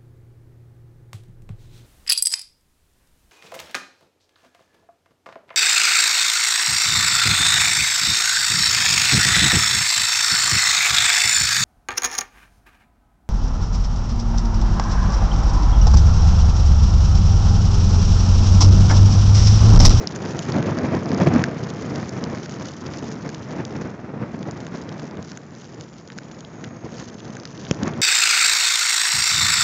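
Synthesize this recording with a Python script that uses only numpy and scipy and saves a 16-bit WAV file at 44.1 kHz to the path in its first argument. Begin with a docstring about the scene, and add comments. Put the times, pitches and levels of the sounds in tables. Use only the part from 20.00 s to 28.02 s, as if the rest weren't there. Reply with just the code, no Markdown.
"""Wind rumbles in lumps and rushes over a small hand-held camera in a blizzard on a snowed-in street.
Turbulence is shaped noise under gusts and lulls; driven snow and coarse ice ring the modes of the casing.
Slaps of air, about half of them in the early squall and the sharpest near the end, ring the microphone port.
Behind them lie an even far roar of noise and, later, a faint thin whistle of narrow noise that sinks in pitch."""
import sys
import numpy as np
from scipy import signal
from scipy.io import wavfile
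from scipy.ndimage import uniform_filter1d

SR = 44100
rng = np.random.default_rng(int(sys.argv[2]) if len(sys.argv) > 2 else 0)


def file_out(sig):
    """Save sig as 16-bit WAV at sys.argv[1]."""
    # one column per channel
    cols = np.atleast_2d(sig).T
    # limit, then scale
    lim = np.clip(cols, -1, 1)
    pcm = np.round(lim * 32767).astype(np.int16)
    wavfile.write(sys.argv[1], SR, pcm)


N = 353549
TIME = np.arange(N) / SR   # seconds


def from_db(db):
    """Logarithmic level: 20 dB is a tenfold amplitude."""
    return 10 ** (np.asarray(db) / 20)


def rms_one(x):
    """Normalisation: scale a signal to unit rms."""
    return x / np.sqrt(np.mean(x ** 2) + 1e-20)


def in_time(rows):
    """Linear interpolation: each column of a curve, at every sample."""
    s, *columns = np.transpose(rows)
    return [np.interp(TIME, s, c) for c in columns]


def swells(s, db, width):
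    """Superposition: Gaussian swells in dB add up, computed at every 20th sample and interpolated."""
    t = TIME[::20]
    bells = np.exp(-.5 * np.minimum(((t[:, None] - s) / width) ** 2, 100))
    return np.interp(TIME, t, bells @ db)


def drift(rate):
    """Low-pass noise: a smooth random signal of rms 1 that changes about rate times a second."""
    r = np.exp(-40 * np.pi * rate / SR)   # pole at a twentieth of the sample rate
    white = rng.standard_normal(N // 20 + 4002)
    slow = signal.lfilter([1], [1, -2 * r, r * r], white)[4000:]   # skip the onset
    return np.interp(np.arange(N) / 20, np.arange(len(slow)), rms_one(slow))


def ring(clicks, hz, t60):
    """Damped oscillator: a unit click starts a decaying sine of initial height 1."""
    r, w = from_db(-60 / (t60 * SR)), 2 * np.pi * hz / SR
    return signal.lfilter([0, np.sin(w)], [1, -2 * r * np.cos(w), r * r], clicks + 1e-18)


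def resonate(x, hz, t60):
    """Cascaded resonance: two equal band-pass stages, each of decay t60, give a mode steep skirts."""
    r, w = from_db(-60 / (t60 * SR)), 2 * np.pi * hz / SR
    stage = [.5, 0, -.5, 1, -2 * r * np.cos(w), r * r]
    return (1 - r * r) * signal.sosfilt([stage, stage], x + 1e-18)


def coloured(spectrum):
    """Spectral shaping: half-octave noise bands follow a spectrum, scaled to rms 1."""
    hz, db = np.transpose(spectrum)
    out, white = 0, rng.standard_normal((2, N))   # neighbouring bands use different noise
    edges = 22 * 2 ** np.arange(0, 9.1, .5)
    for k, (low, high) in enumerate(zip(edges, edges[1:])):
        level = np.interp(np.log(low * high) / 2, np.log(hz), db)
        octaves_outside = max(0, np.log2(hz[0] / high), np.log2(low / hz[-1]))
        band_pass = signal.butter(2, [low, high], "band", fs=SR, output="sos")
        band = signal.sosfilt(band_pass, white[k % 2])
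        out = out + band * from_db(level - 20 * octaves_outside)
    return rms_one(out)


def steady(x, seconds):
    """Short-time normalisation: divide by the running rms to even out slow swells."""
    return x / np.sqrt(uniform_filter1d(x ** 2, max(8, int(seconds * SR))) + 1e-12)


# Gusts that ride on the flow. Each row: centre in seconds, lift of the rumble in dB,
# lift of the rush in dB, standard deviation of the bell in seconds.
GUST_SWELLS = [(0.251, 2.5, 3, 0.016), (.348, 1, 1, 0.02), (.488, 5, 4, 0.0061), (.565, 6, 4, 0.018),
               (.597, 4, 1, 0.012), (.69, 5.5, 4, 0.024), (.79, 4, 2.5, .01), (.85, 6, 5, 0.019),
               (0.948, 7.5, 5, 0.026), (1.128, 5.5, -1.5, 0.019), (1.215, 10, 9, 0.015),
               (1.273, 14, 11.5, 0.0059), (1.363, 6, 5.5, 0.036), (1.632, 9, 0, 0.0043), (1.92, 2, -1, .02),
               (1.994, 3.5, 3.5, 0.039), (2.172, 3, 3, 0.019), (2.24, 3.5, 2.5, 0.022),
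               (2.336, 2, 2.5, 0.031), (2.619, 3, 4, 0.024), (2.868, 3.5, 4, 0.032),
               (2.945, 1, 7.5, 0.0055), (3.04, 4, 1.5, 0.015), (3.13, 3.5, 0, 0.033),
               (3.261, 7.5, 7, 0.011), (3.53, 3.5, 5, 0.026), (3.6, 9, 9, 0.019), (3.758, 5, 9, 0.0048),
               (3.79, 4, 0.5, 0.067), (3.818, 2.5, 7, 0.0089), (3.868, 2, 3.5, 0.018),
               (4.155, 7.5, 1, 0.012), (4.227, 9, 7, 0.02), (4.345, 5, 4, 0.011), (4.405, 5, -1.5, 0.03),
               (4.484, 7.5, 4.5, 0.012), (4.752, 5.5, 6, 0.011), (4.921, 9, 2, 0.004), (5.029, 7, 2, 0.011),
               (5.191, 9.5, 3, 0.0095), (5.33, 3.5, 2, 0.024), (5.79, 5, 1.5, 0.047), (6.168, 7.5, 0, .011),
               (6.655, 5.5, 2, 0.025), (6.856, 8.5, 6.5, 0.013), (6.945, 4, 1, .015), (7, 3, 5.5, 0.019),
               (7.115, 0, -1, 0.041), (7.16, 4.5, -1, .012), (7.27, 6, 3, 0.018), (7.36, 2, 3.5, 0.022),
               (7.61, 1, -1, 0.029), (7.828, 11, 8, 0.018), (7.878, 7, 12, 0.017), (7.995, 4, 1, 0.011)]


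def gust_lift():
    """Gusting: one set of bells lifts the rumble and the rush by different dB."""
    s, rumble_db, rush_db, width = np.transpose(GUST_SWELLS)
    return [swells(s, db, width) for db in (rumble_db, rush_db)]


# Strength of the wind at the port: an early squall, a long easing, a rise at the end.
# Each row: time in seconds, relative level in dB.
WIND_FLOW = [(-0.0, -30.5), (0.45, -29.5), (0.55, -25), (0.95, -27.5), (1.01, -28), (1.22, -23.5),
             (1.39, -23), (1.53, -29.5), (2.34, -32), (2.45, -33.5), (3.5, -35), (5.13, -36), (5.4, -43),
             (6.01, -43.5), (6.91, -39), (7.54, -37.5), (8.02, -30.5)]
# Lulls in which the air slackens. Each row: centre in seconds, drop in dB, standard deviation in seconds.
WIND_LULLS = [(.1, 4.5, 0.027), (.19, 2, 0.031), (.435, 3, 0.018), (1.025, 1.5, .018), (1.78, 2, 0.026),
              (2.09, 2.5, 0.025), (2.465, 3.5, .022), (2.765, 3.5, 0.071), (3.445, 2.5, 0.021),
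              (3.97, 2, 0.023), (5.27, 1.5, 0.015), (5.91, 2.5, 0.04), (6.04, 3.5, 0.028),
              (6.47, 2.5, 0.021), (6.81, 4, .015), (7.055, 4, 0.012), (7.19, 3.5, 0.03), (7.48, 3, 0.074)]
# Spectra of the rumble, the rush and the thin hiss. Each row: frequency in Hz, relative density in dB per Hz.
RUMBLE_SPECTRUM = [(25, -57), (40, -29.5), (62, -20), (100, -5), (170, 2.5), (250, -4), (320, -4.5),
                   (450, -9.5), (600, -14), (850, -20.5), (1500, -60.5)]
RUSH_SPECTRUM = [(350, -22), (520, 3.5), (780, 1.5), (1150, 2), (1600, -0.3), (2300, -6.5), (3100, -12)]
HISS_SPECTRUM = [(3000, -1), (4500, -1), (7500, -16.5)]
RUSH_FOLLOWS = 0.86   # dB of rush for each dB of flow
RUSH_TOP_HZ, HISS_DB = 2494, -17.5   # the rush ends steeply; only the hiss lies above it
FILL_HZ, FILL_T60_S, FILL_DB = 2204, 0.0038, -18   # narrow band of noise that fills out the top of the rush
GRIT_HZ = (1500, 5000)   # band of the air that tears at the port's edge


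def wind(lump_db, flutter_db, swirl_db, unrest_db, rumble_db, rush_db, tear_above, tear_db):
    """Turbulence: flow moves rumble and rush, pressure flutters the rush, strong pushes tear into grit."""
    level = in_time(WIND_FLOW)[0] - swells(*np.transpose(WIND_LULLS)) + unrest_db * drift(4.4)
    rumble_lift, rush_lift = gust_lift()
    lumps = lump_db * drift(29)
    rumble = steady(coloured(RUMBLE_SPECTRUM) * from_db(lumps), 0.051)
    pressure = rumble * from_db(level + rumble_lift + rumble_db)

    flutter = flutter_db * drift(150) + swirl_db * np.minimum(np.abs(rumble), 3)
    fill = from_db(FILL_DB) * rms_one(resonate(rng.standard_normal(N), FILL_HZ, FILL_T60_S))
    low_pass = signal.butter(8, RUSH_TOP_HZ, fs=SR, output="sos")
    body = signal.sosfilt(low_pass, coloured(RUSH_SPECTRUM) + fill)
    hissing = body + from_db(HISS_DB) * coloured(HISS_SPECTRUM)
    rush = steady(hissing * from_db(0.32 * lumps + flutter), 0.052)
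    rush = rush * from_db(RUSH_FOLLOWS * level + rush_lift + rush_db)

    grit_band = signal.butter(1, GRIT_HZ, "band", fs=SR, output="sos")
    grit = rms_one(signal.sosfilt(grit_band, rng.standard_normal(N)))
    tearing = from_db(tear_db) * grit * np.maximum(pressure - tear_above, 0)
    return pressure + tearing + rush


# Density of the driven snow on the casing. Each row: time in seconds, level before gusts and flurries in dB.
SNOW_DENSITY = [(0, -46.5), (.4, -45.5), (1.0, -49.5), (1.3, -49), (1.55, -49), (1.7, -44.5), (2.3, -49.5),
                (2.5, -48), (2.95, -48), (3.45, -50), (3.6, -54), (3.8, -49), (4.15, -73.5), (4.28, -59),
                (4.6, -51.5), (5.07, -48.5), (5.11, -63), (5.2, -57.5), (5.27, -46.5), (5.45, -57.5),
                (5.66, -53), (6.0, -60), (6.2, -52.5), (6.8, -59.5), (6.97, -46), (7.2, -51.5), (8.02, -48)]
# Resonances of the casing, rung by snow and by ice grains. 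Each row: frequency in Hz, relative level in dB,
# t60 of each filter stage in seconds, register (0 knock, 1 click, 2 tick, 3 ping; rounded when used).
CASING_MODES = [(1520, -2.5, 0.0056, 0), (2110, -7, 0.003, 0.5), (2920, -4, 0.0032, 1),
                (3660, -3, 0.002, 1), (4880, 0.5, 0.0018, 2), (5700, -9, 0.0019, 2), (6710, 3, 0.0015, 3)]
SNOW_PER_GUST = 0.5   # dB of snow for each dB that gusts add to the rush
SPOTS = 4   # places on the casing, each with its own tuning


def snow(per_s, spread_db, clump_db, flurry_db, scatter, knock_db, click_db, tick_db, ping_db):
    """Random impact excitation: many small crystals strike the modes, each with strengths of its own."""
    level = in_time(SNOW_DENSITY)[0] + SNOW_PER_GUST * gust_lift()[1] + flurry_db * drift(6.0)
    rate = per_s * from_db(0.5 * (level - level.mean()))   # thicker snow, more hits
    born = rng.random(N) < rate / SR
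    size_db = spread_db * np.minimum(rng.exponential(1, N), 4) + clump_db * drift(66)
    sizes = born * from_db(size_db)
    out, spot = 0, rng.integers(0, SPOTS, N)
    register_db = (knock_db, click_db, tick_db, ping_db)
    for hz, db, t60, register in CASING_MODES:
        gain = from_db(db + register_db[int(round(register))])
        hits = gain * sizes * rng.uniform(-0.96, 1, N)
        for k, shift in enumerate(np.linspace(-scatter, scatter, SPOTS)):
            out = out + resonate(hits * (spot == k), hz * (1 + shift), t60)
    return steady(out, 0.079) * from_db(level)


# Spectrum of the far storm. Each row: frequency in Hz, relative density in dB per Hz.
FAR_SPECTRUM = [(60, -4), (160, 5), (300, 0.5), (550, -17.5), (1200, -24), (2500, -44.5), (4500, -28),
                (7500, -25)]


def far_storm(level_db):
    """Stationary noise: the even roar of the street has a fixed spectrum and level."""
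    return from_db(level_db) * coloured(FAR_SPECTRUM)


# Coarse ice grains on the casing. Each row: time in seconds, then the relative levels in dB
# of the low knock, the middle click, the high tick and the top ping.
GRAIN_HITS = [(0.0722, -58, -34, -19, -33), (0.123, -46, -48, -42, -50), (0.16, -36, -57, -45, -30),
              (0.258, -36, -41, -40, -43), (0.3906, -39, -31.5, -34, -27), (0.521, -49, -37, -29, -40),
              (0.5833, -52, -40, -39, -44), (0.626, -33.5, -37, -41, -40), (0.786, -30.5, -66, -34.5, -38),
              (0.9496, -50, -47, -36, -42), (1.0574, -52, -60, -36.5, -50), (1.0904, -47, -46, -37, -45),
              (1.1163, -30, -40, -33, -50), (1.1455, -44, -57, -32, -40), (1.338, -50, -43, -34, -35),
              (1.4207, -42, -45, -39, -43), (1.4388, -16.5, -29.5, -24.5, -26.5),
              (1.702, -55, -38, -39, -38), (2.092, -43, -58, -33.5, -34), (2.2389, -50, -36, -29, -34),
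              (2.348, -36, -57, -40, -42), (2.4314, -50, -46, -45, -50), (2.459, -39, -46, -41, -42),
              (2.8657, -56, -43.5, -37, -45), (2.936, -50, -45, -38, -47), (2.984, -47, -52, -39, -42),
              (3.116, -41, -49, -40, -41), (3.2906, -36.5, -49, -36.5, -36), (3.3456, -43, -39, -37, -38),
              (3.6507, -56, -37.5, -33, -34.5), (4.428, -41, -42, -44, -44), (4.51, -44, -55, -38, -36),
              (4.603, -50, -46, -43, -43), (4.6663, -39, -41, -47, -39.5), (4.891, -50, -40, -42, -46),
              (4.9247, -46, -48, -44, -54), (4.995, -41, -44, -41, -51), (5.11, -53, -51, -46, -52),
              (5.1703, -50, -45, -55, -49), (5.226, -46, -48, -43, -41), (5.3168, -40, -46, -37, -42),
              (5.373, -38.5, -46, -52, -33.5), (5.6431, -55, -50, -47, -50),
              (5.809, -47, -43, -39.5, -37.5), (6.075, -58, -51, -43.5, -46), (6.101, -37, -43.5, -55, -52),
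              (6.12, -42, -51, -44, -58), (6.1792, -57, -51, -45, -38), (6.1852, -31.5, -44, -35, -39),
              (6.313, -44, -49, -49, -49), (6.406, -62, -45, -46, -39), (6.448, -60, -40, -48, -56),
              (6.6401, -34.5, -43, -49, -37), (6.6448, -43, -37.5, -43, -53), (6.998, -43, -46, -42, -38),
              (7.0868, -56, -51, -43, -45), (7.203, -51, -43, -55, -46), (7.2519, -50, -48, -44, -49),
              (7.352, -50, -47, -46, -43), (7.3676, -36.5, -52, -54, -36), (7.3987, -57, -51, -37, -47),
              (7.4333, -55, -51, -43, -47), (7.453, -37.5, -41, -31.5, -39), (7.474, -55, -50, -43, -48),
              (7.576, -58, -44, -43, -53), (7.6503, -48, -38, -44, -46), (7.667, -40, -40, -56, -53),
              (7.7445, -52, -51, -41, -41), (7.832, -40, -35, -32, -30.5), (7.8773, -33, -50, -47, -31),
              (7.9356, -51, -39.5, -54, -48)]
DETUNE = 0.022   # largest share by which the spot that is hit shifts the casing's pitch


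def ice_grains(strength_db, rebound_s, rebound_db):
    """Modal impact: a grain touches twice and rings the casing in a colour of its own and a random tuning."""
    out = np.zeros(N + SR)
    places = rng.uniform(-0.82, 1, (len(GRAIN_HITS), 2))
    for (s, *register_db), (spot, hop) in zip(GRAIN_HITS, places):
        at, touches = round(s * SR), signal.unit_impulse(SR // 20)
        rebound_at = round(rebound_s * (1 + .5 * hop) * SR)
        touches[rebound_at] += from_db(rebound_db)
        for n, (hz, db, t60, register) in enumerate(CASING_MODES):
            gain = from_db(strength_db + db + register_db[int(round(register))])
            phase = (-1) ** n   # neighbouring modes swing in opposite phase
            mode = resonate(touches, hz * (1 + DETUNE * spot), t60)
            out[at:at + len(touches)] += phase * gain * mode
    return out[:N]


# Slaps of air on the port. Each row: time in seconds, strength in dB, ring in Hz, t60 in seconds,
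# level of the crack against the thump in dB.
AIR_SLAPS = [(0.5619, -8.5, 250, 0.016, -21), (.586, -15, 220, 0.014, -22), (1.201, -15, 270, 0.022, -7),
             (1.218, -7, 206, 0.033, -13.5), (1.2715, -3, 166, 0.069, -24), (1.336, -9, 178, 0.028, -20),
             (1.3613, -5, 252, 0.045, -27), (1.994, -20, 362, 0.031, -19), (3.6, -24, 330, .016, -21),
             (3.755, -23, 260, 0.015, -20), (3.817, -16, 402, .012, -24), (4.217, -19.5, 210, 0.045, -23),
             (6.845, -23, 230, 0.029, -20), (7.7112, -5, 143, 0.026, -2), (7.8253, -30, 159, 0.039, -21)]
# Resonances of the port. Each row: frequency in Hz, relative level in dB, t60 of each filter stage in seconds.
PORT_MODES = [(520, 1, 0.0081), (1410, 0.5, 0.0017), (2620, -5.5, 0.0051), (3150, -5.5, 0.0055),
              (5380, -1.5, 0.0022), (6830, 2, 0.0016)]


def slaps(suction_s, suction_db, crack_lead_s):
    """Impulse response: a crack rings the port, a brief suction follows, then a damped thump swings back."""
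    out, half = np.zeros(N + SR), SR // 10
    click = signal.unit_impulse(2 * half, half)
    t = np.arange(-half, half) / SR
    suction = from_db(suction_db) * np.exp(-.5 * np.minimum((t / suction_s) ** 2, 100))
    early = np.roll(click, -round(crack_lead_s * SR))
    crack = 0
    for n, (hz, db, t60) in enumerate(PORT_MODES):
        crack = crack + (-1) ** n * from_db(db) * resonate(early, hz, t60)
    for s, db, hz, t60, crack_db in AIR_SLAPS:
        at = round(s * SR)
        slap = ring(click, hz, t60) - suction + from_db(crack_db) * crack
        out[at - half:at + half] += from_db(db) * slap
    return out[:N]


WHISTLE_FROM_S, WHISTLE_HZ, WHISTLE_SAG_HZ_PER_S2 = 2.8, 7670, 71   # sinks ever faster
WHISTLE_DB, WHISTLE_LOUDEST_S, WHISTLE_FADE_DB_PER_S = -59, 6.9, 4.5


def whistle(width_hz, waver_hz):
    """Narrow-band noise: two slow random signals in quadrature make an unsteady line that glides down."""
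    age = np.maximum(TIME - WHISTLE_FROM_S, 0)
    hz = WHISTLE_HZ - WHISTLE_SAG_HZ_PER_S2 * age ** 2
    level = WHISTLE_DB - WHISTLE_FADE_DB_PER_S * np.abs(TIME - WHISTLE_LOUDEST_S)
    gain = np.minimum(age, 1) * from_db(level)   # enters over one second
    phase = 2 * np.pi * np.cumsum(hz + waver_hz * drift(15)) / SR
    line = drift(width_hz) * np.cos(phase) + drift(width_hz) * np.sin(phase)
    return gain * rms_one(line)


def scene():
    """Superposition: wind, snow, ice and slaps at the microphone over the far roar and the whistle."""
    near = wind(lump_db=2.0, flutter_db=2.0, swirl_db=2.0, unrest_db=0.5,
                rumble_db=0.5, rush_db=-13.5, tear_above=0.094, tear_db=-18)
    near = near + snow(per_s=1000, spread_db=3.0, clump_db=3.5, flurry_db=2.4, scatter=0.09,
                       knock_db=-9, click_db=-6.0, tick_db=-3.0, ping_db=-3.0)
    near = near + ice_grains(strength_db=16.0, rebound_s=0.0012, rebound_db=-9.0)
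    near = near + slaps(suction_s=0.00057, suction_db=-4.5, crack_lead_s=0.00048)
    far = far_storm(level_db=-49.5) + whistle(width_hz=65, waver_hz=44.7)
    return (near + far)[None]


MIC_LOW_HZ, MIC_TOP_HZ, TOP_LEAK_DB, CUTOFF_HZ = 50.6, 6880, -19.5, 8700


def record(dry):
    """Band limiting and saturation: deep bass is shed, peaks round, treble drops to a shelf, then is cut."""
    x = signal.sosfilt(signal.butter(3, MIC_LOW_HZ, "high", fs=SR, output="sos"), dry)
    top = 0.92   # ceiling of the rounded peaks
    x = top * np.tanh(x / top)
    leak = from_db(TOP_LEAK_DB) * x   # leaves a faint shelf above the steep low-pass
    x = signal.sosfilt(signal.butter(22, MIC_TOP_HZ, fs=SR, output="sos"), x) + leak
    return signal.sosfilt(signal.butter(24, CUTOFF_HZ, fs=SR, output="sos"), x)


dry = scene()
out = record(dry)
file_out(out)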